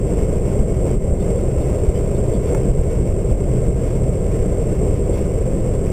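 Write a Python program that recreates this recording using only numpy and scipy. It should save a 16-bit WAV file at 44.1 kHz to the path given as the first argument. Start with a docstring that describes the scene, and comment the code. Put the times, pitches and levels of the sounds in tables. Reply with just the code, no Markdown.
"""Driving with a window open

Inside a car at steady speed, one side window partly down. Gusts buffet the opening and make the
cabin boom. The tyres roar, the engine drones low and air hisses over the edge of the glass.
Now and then the plastic trim knocks or squeaks. A small camera whines faintly and stores it all
at a low sample rate; its stair-step playback lays a thin fizz over the roar."""
import sys
import numpy as np
from scipy import signal
from scipy.fft import rfft, irfft, next_fast_len
from scipy.io import wavfile

SR = 44100
rng = np.random.default_rng(int(sys.argv[2]) if len(sys.argv) > 2 else 0)


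def master_out(mix):
    """Clip the mix to full scale and print it as 16-bit PCM to the path in sys.argv[1]."""
    frames = np.transpose(np.atleast_2d(mix))
    ceiling = np.clip(frames, -1, 1)
    pcm = np.round(ceiling * 32767).astype(np.int16)
    wavfile.write(sys.argv[1], SR, pcm)


N = 261072
TIME = np.arange(N) / SR


def from_db(db):
    """Turns decibels into a factor to multiply a sound by."""
    return 10 ** (np.asarray(db) / 20)


def unit(x):
    """Scales a signal to an average strength (rms) of 1."""
    return x / np.sqrt(np.mean(x ** 2) + 1e-20)


def hump(s, half_s):
    """A smooth rise and fall of height 1 around the time s."""
    return np.exp(-((TIME - s) / half_s) ** 2)


def follow(rows):
    """Joins a table's points with straight lines: one curve for each column after the time."""
    times, *columns = np.transpose(rows)
    return [np.interp(TIME, times, column) for column in columns]


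def noise(spectrum):
    """Noise of strength 1; the table says how strong its low and high parts are next to each other."""
    hz, db = np.transpose(spectrum)
    size = next_fast_len(N)
    bins = np.fft.rfftfreq(size, 1 / SR)
    shape_db = np.interp(np.log(bins + 1e-3), np.log(hz), db)
    gain = from_db(shape_db) / (1 + (bins / hz[-1]) ** 4)  # fades out above the last row
    white = rfft(rng.standard_normal(size))
    return unit(irfft(white * gain, size)[:N])


def wander(rate_hz):
    """A random wobble of strength 1 that moves up to about rate_hz times a second."""
    bins = np.fft.rfftfreq(N, 1 / SR)
    white = rfft(rng.standard_normal(N))
    return unit(irfft(white * np.exp(-(bins / rate_hz) ** 2), N))


def steadied(x, span_s):
    """Keeps a noise even over times longer than span_s; its fast flicker stays."""
    window = np.hanning(max(int(span_s * SR), 9))
    power = signal.fftconvolve(x ** 2, window, "same") / signal.fftconvolve(np.ones(N), window, "same")
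    return x / np.sqrt(power + 1e-9)


def airflow(thump_s=0.02, lead_s=0.022, swell_s=0.03, swell_share=0.42, lag_s=0.038, lull_s=0.035):
    """Air streams along the car. Each big swirl piles air up, thumps the opening and leaves a lull."""
    # big swirls of air: t/s, relative thump level/dB, depth of the lull/dB (negative gives a rise)
    gusts = [(0.23, -14, 1.5), (0.37, -18, 2.5), (0.48, -18, -1), (0.61, -14.5, 1.5), (0.77, -19, 1),
             (0.955, -17, 5), (1.125, -17.5, 2.5), (1.885, -18, 1), (2.37, -24, 3), (2.70, -16, 2.5),
             (2.79, -13.5, 1.5), (3.0, -19, 0.5), (3.08, -15, 0.5), (3.325, -13.5, 3), (3.51, -15, -2),
             (3.695, -16, 2.5), (4.04, -21, -0.5), (4.42, -18.5, 0), (4.81, -24, -2), (4.90, -16, -1)]
    # strength of the stream along the car: t/s, relative level/dB
    airstream = [(0, -1), (0.14, 1.8), (0.7, 0), (1.08, -1.3), (1.32, 2.3), (1.52, -0.4), (1.76, 1.3),
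                 (2.05, 0.5), (2.45, 2), (2.8, -0.3), (3.7, -0.3), (4.05, -0.9), (4.5, 1), (5.1, -0.5),
                 (5.35, 0.1), (5.92, 0)]
    thumps = sum(from_db(db) * hump(s, thump_s) for s, db, _ in gusts)
    sway_db = sum(db * (swell_share * hump(s - lead_s, swell_s) - hump(s + lag_s, lull_s))
                  for s, _, db in gusts)
    stream_db, = follow(airstream)
    rush_db = stream_db + sway_db
    return thumps, sway_db, rush_db


def window_wind(thumps, sway_db, buffet_db=-20.5, thump_db=1.5, boom_db=-21.0, boom_thump_db=-7):
    """Big swirls push on the window opening and set the air in the cabin booming."""
    # deep rumble at the opening: f/Hz, relative level/dB
    buffet_spectrum = [(5, -28), (14, -5), (22, -0.5), (36, 0), (50, 0), (66, -4), (85, -23), (140, -55)]
    # boom of the air in the cabin: f/Hz, relative level/dB
    boom_spectrum = [(45, -33), (72, 1), (86, -3), (104, -1), (122, -3.5), (143, -7), (180, -4),
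                     (212, -8.5), (236, -15), (330, -27.5)]
    # hypot adds the power of the thumps to that of the steady wind
    buffet_gain = np.hypot(from_db(buffet_db), from_db(thump_db) * thumps)
    boom_gain = np.hypot(from_db(boom_db), from_db(boom_thump_db) * thumps) * from_db(0.99 * sway_db)
    buffet = buffet_gain * steadied(noise(buffet_spectrum), span_s=0.17)
    boom = boom_gain * steadied(noise(boom_spectrum), span_s=0.14)
    return buffet + boom


def tyres(rush_db, roar_db=-24, rush_share=0.96, grain_db=0.73):
    """Tyres roar on coarse asphalt; the roar swells over bumps and with the rush of air."""
    # the roar as heard through the car's body: f/Hz, relative level/dB
    roar_spectrum = [(170, -26), (255, -10.5), (290, -6), (325, -7), (395, -0.5), (445, -3), (500, -2.5),
                     (555, -8), (615, -9), (700, -17), (800, -21.5), (860, -30), (1010, -28.5), (1400, -47)]
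    # rough spots in the road: t/s, rise of the roar/dB
    bumps = [(0.865, 5.5), (2.53, 3.5), (4.85, 2.5), (5.115, 5)]
    bump_db = sum(db * hump(s, half_s=0.034) for s, db in bumps)
    roar = noise(roar_spectrum) * from_db(grain_db * wander(rate_hz=50))
    return from_db(roar_db + rush_share * rush_db + bump_db) * steadied(roar, span_s=0.21)


def engine(drone_db=-1.5, waver=0.0043, throb_db=1.0):
    """The engine's firing makes one low tone, shaken by the swirling air."""
    # the drone in the cabin: t/s, firing rate/Hz, relative level/dB
    drone = [(0, 130, -42), (0.7, 131, -32), (1.1, 132, -33.5), (2.2, 132, -30.5), (2.7, 131, -27),
             (3.3, 130, -28.5), (3.65, 129, -25), (4.15, 129, -23.5), (4.4, 129, -37), (5.92, 129, -30)]
    hz, level_db = follow(drone)
    cycles = np.cumsum(hz * (1 + waver * wander(rate_hz=4.9))) / SR
    throb = from_db(throb_db * wander(rate_hz=9.4))
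    return from_db(level_db + drone_db) * unit(np.sin(2 * np.pi * cycles) * throb)


def glass_edge(rush_db, hiss_db=-45.5, thin_db=-56.0, thin_share=1.08, swell_db=0.68, flutter_db=1.12):
    """Small swirls hiss at the edge of the glass and bigger ones chop the hiss. Faster air is brighter."""
    # the main hiss: f/Hz, relative level/dB
    hiss_spectrum = [(600, -4), (860, 4.5), (1010, 8.5), (1150, 4), (1400, 1.5), (1750, -2), (2020, 0),
                     (2170, 5), (2350, -0.5), (2650, 0), (3000, -13), (3500, -30)]
    # the higher, thinner hiss: f/Hz, relative level/dB
    thin_spectrum = [(2200, -18), (2720, 0.5), (3100, -1), (3500, -2.5), (3800, -3.5), (3950, -4.5),
                     (4300, -40)]
    # brief flurries of air: t/s, rise of the main hiss/dB
    flurries = [(0.15, 1), (0.49, 1), (0.90, 5), (1.69, 1), (1.98, 1), (2.49, 2.5), (2.93, 3.5), (3.88, 4),
                (4.34, 1), (5.18, 4), (5.9, 2)]
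    flurry_db = sum(db * hump(s, half_s=0.044) for s, db in flurries)
    flow_db = rush_db + flurry_db + swell_db * wander(rate_hz=14)
    chop = from_db(flutter_db * wander(rate_hz=80))
    hiss = steadied(noise(hiss_spectrum) * chop, span_s=0.17)
    thin = steadied(noise(thin_spectrum) * chop, span_s=0.13)
    return from_db(hiss_db + flow_db) * hiss + from_db(thin_db + thin_share * flow_db) * thin


def camera_whine():
    """The camera itself gives off thin, steady tones."""
    # tones of the whine: f/Hz, level/dB
    tones = [(1572, -69.5), (2096, -64.5), (2619, -76), (3897, -74)]
    return sum(from_db(db) * unit(np.sin(2 * np.pi * (hz * TIME + rng.random()))) for hz, db in tones)


def trim_knocks():
    """A jolt makes a loose panel chatter for a few milliseconds and ring."""
    # jolts of the panel: t/s, peak level/dB, fade time of the chatter/s
    knocks = [(0.878, -28, 0.0072), (2.548, -16.5, 0.0018)]
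    # tones the panel rings with: f/Hz, relative level/dB, time to fade by 60 dB/s
    panel_tones = [(570, 8, 0.027), (855, 11.5, 0.029), (1080, -5, 0.021), (1310, -1, 0.026),
                   (1730, -0.5, 0.034), (2150, 0, 0.022)]
    t = np.arange(SR // 10) / SR
    ring = sum(from_db(db - 60 * t / fade_s) * np.sin(2 * np.pi * hz * t)
               for hz, db, fade_s in panel_tones)
    out = np.zeros(N)
    for s, db, chatter_s in knocks:
        chatter = rng.standard_normal(len(t)) * np.exp(-t / chatter_s)
        knock = signal.fftconvolve(chatter, ring)
        part = out[round(s * SR):][:len(knock)]
        part += from_db(db) * knock[:len(part)] / abs(knock).max()
    return out


def trim_squeaks(spread_hz=120, half_s=0.017):
    """Plastic rubs on plastic in faint, brief chirps of unsteady pitch."""
    # squeaks of the trim: t/s, f/Hz, level/dB
    squeaks = [(1.216, 3560, -53), (1.378, 3420, -58), (1.62, 3700, -55), (1.8, 3600, -61),
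               (1.965, 3080, -49), (2.16, 3600, -54), (2.35, 3500, -53), (2.48, 3440, -55),
               (5.14, 3450, -55)]
    slip = np.cumsum(spread_hz * wander(rate_hz=343)) / SR
    return sum(from_db(db) * hump(s, half_s) * unit(np.sin(2 * np.pi * (hz * TIME + slip)))
               for s, hz, db in squeaks)


def cabin(x, echo_db=-11, fade_s=0.083, first_echo_s=0.004):
    """Glass and roof throw the sound back many times within a few hundredths of a second."""
    t = np.arange(SR // 12) / SR
    bounces = rng.standard_normal(len(t)) * from_db(-60 * t / fade_s) * (t > first_echo_s)
    echoes = signal.oaconvolve(x, bounces / np.linalg.norm(bounces))[:N]
    echo_gain = from_db(echo_db)
    return (x + echo_gain * echoes) / np.hypot(1, echo_gain)


def scene():
    """Everything as heard from the seat by the open window, in one channel."""
    thumps, sway_db, rush_db = airflow()
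    low_sounds = window_wind(thumps, sway_db) + tyres(rush_db) + engine()
    high_sounds = cabin(glass_edge(rush_db) + trim_knocks() + trim_squeaks())
    return (low_sounds + high_sounds + camera_whine())[None]


def record(dry, store_hz=8000, hold=6, top_hz=15330):
    """The camera holds each stored sample until the next; the steps add high, fizzy copies of the sound."""
    stored = signal.resample_poly(dry, store_hz, SR, axis=1)
    steps = np.repeat(stored, hold, axis=1)
    played = signal.resample_poly(steps, SR, hold * store_hz, axis=1)[:, :N]
    treble_cut = signal.firwin(1023, top_hz, window=("kaiser", 9), fs=SR)
    return signal.oaconvolve(played, treble_cut[None], "same")


dry = scene()
out = record(dry)
master_out(out)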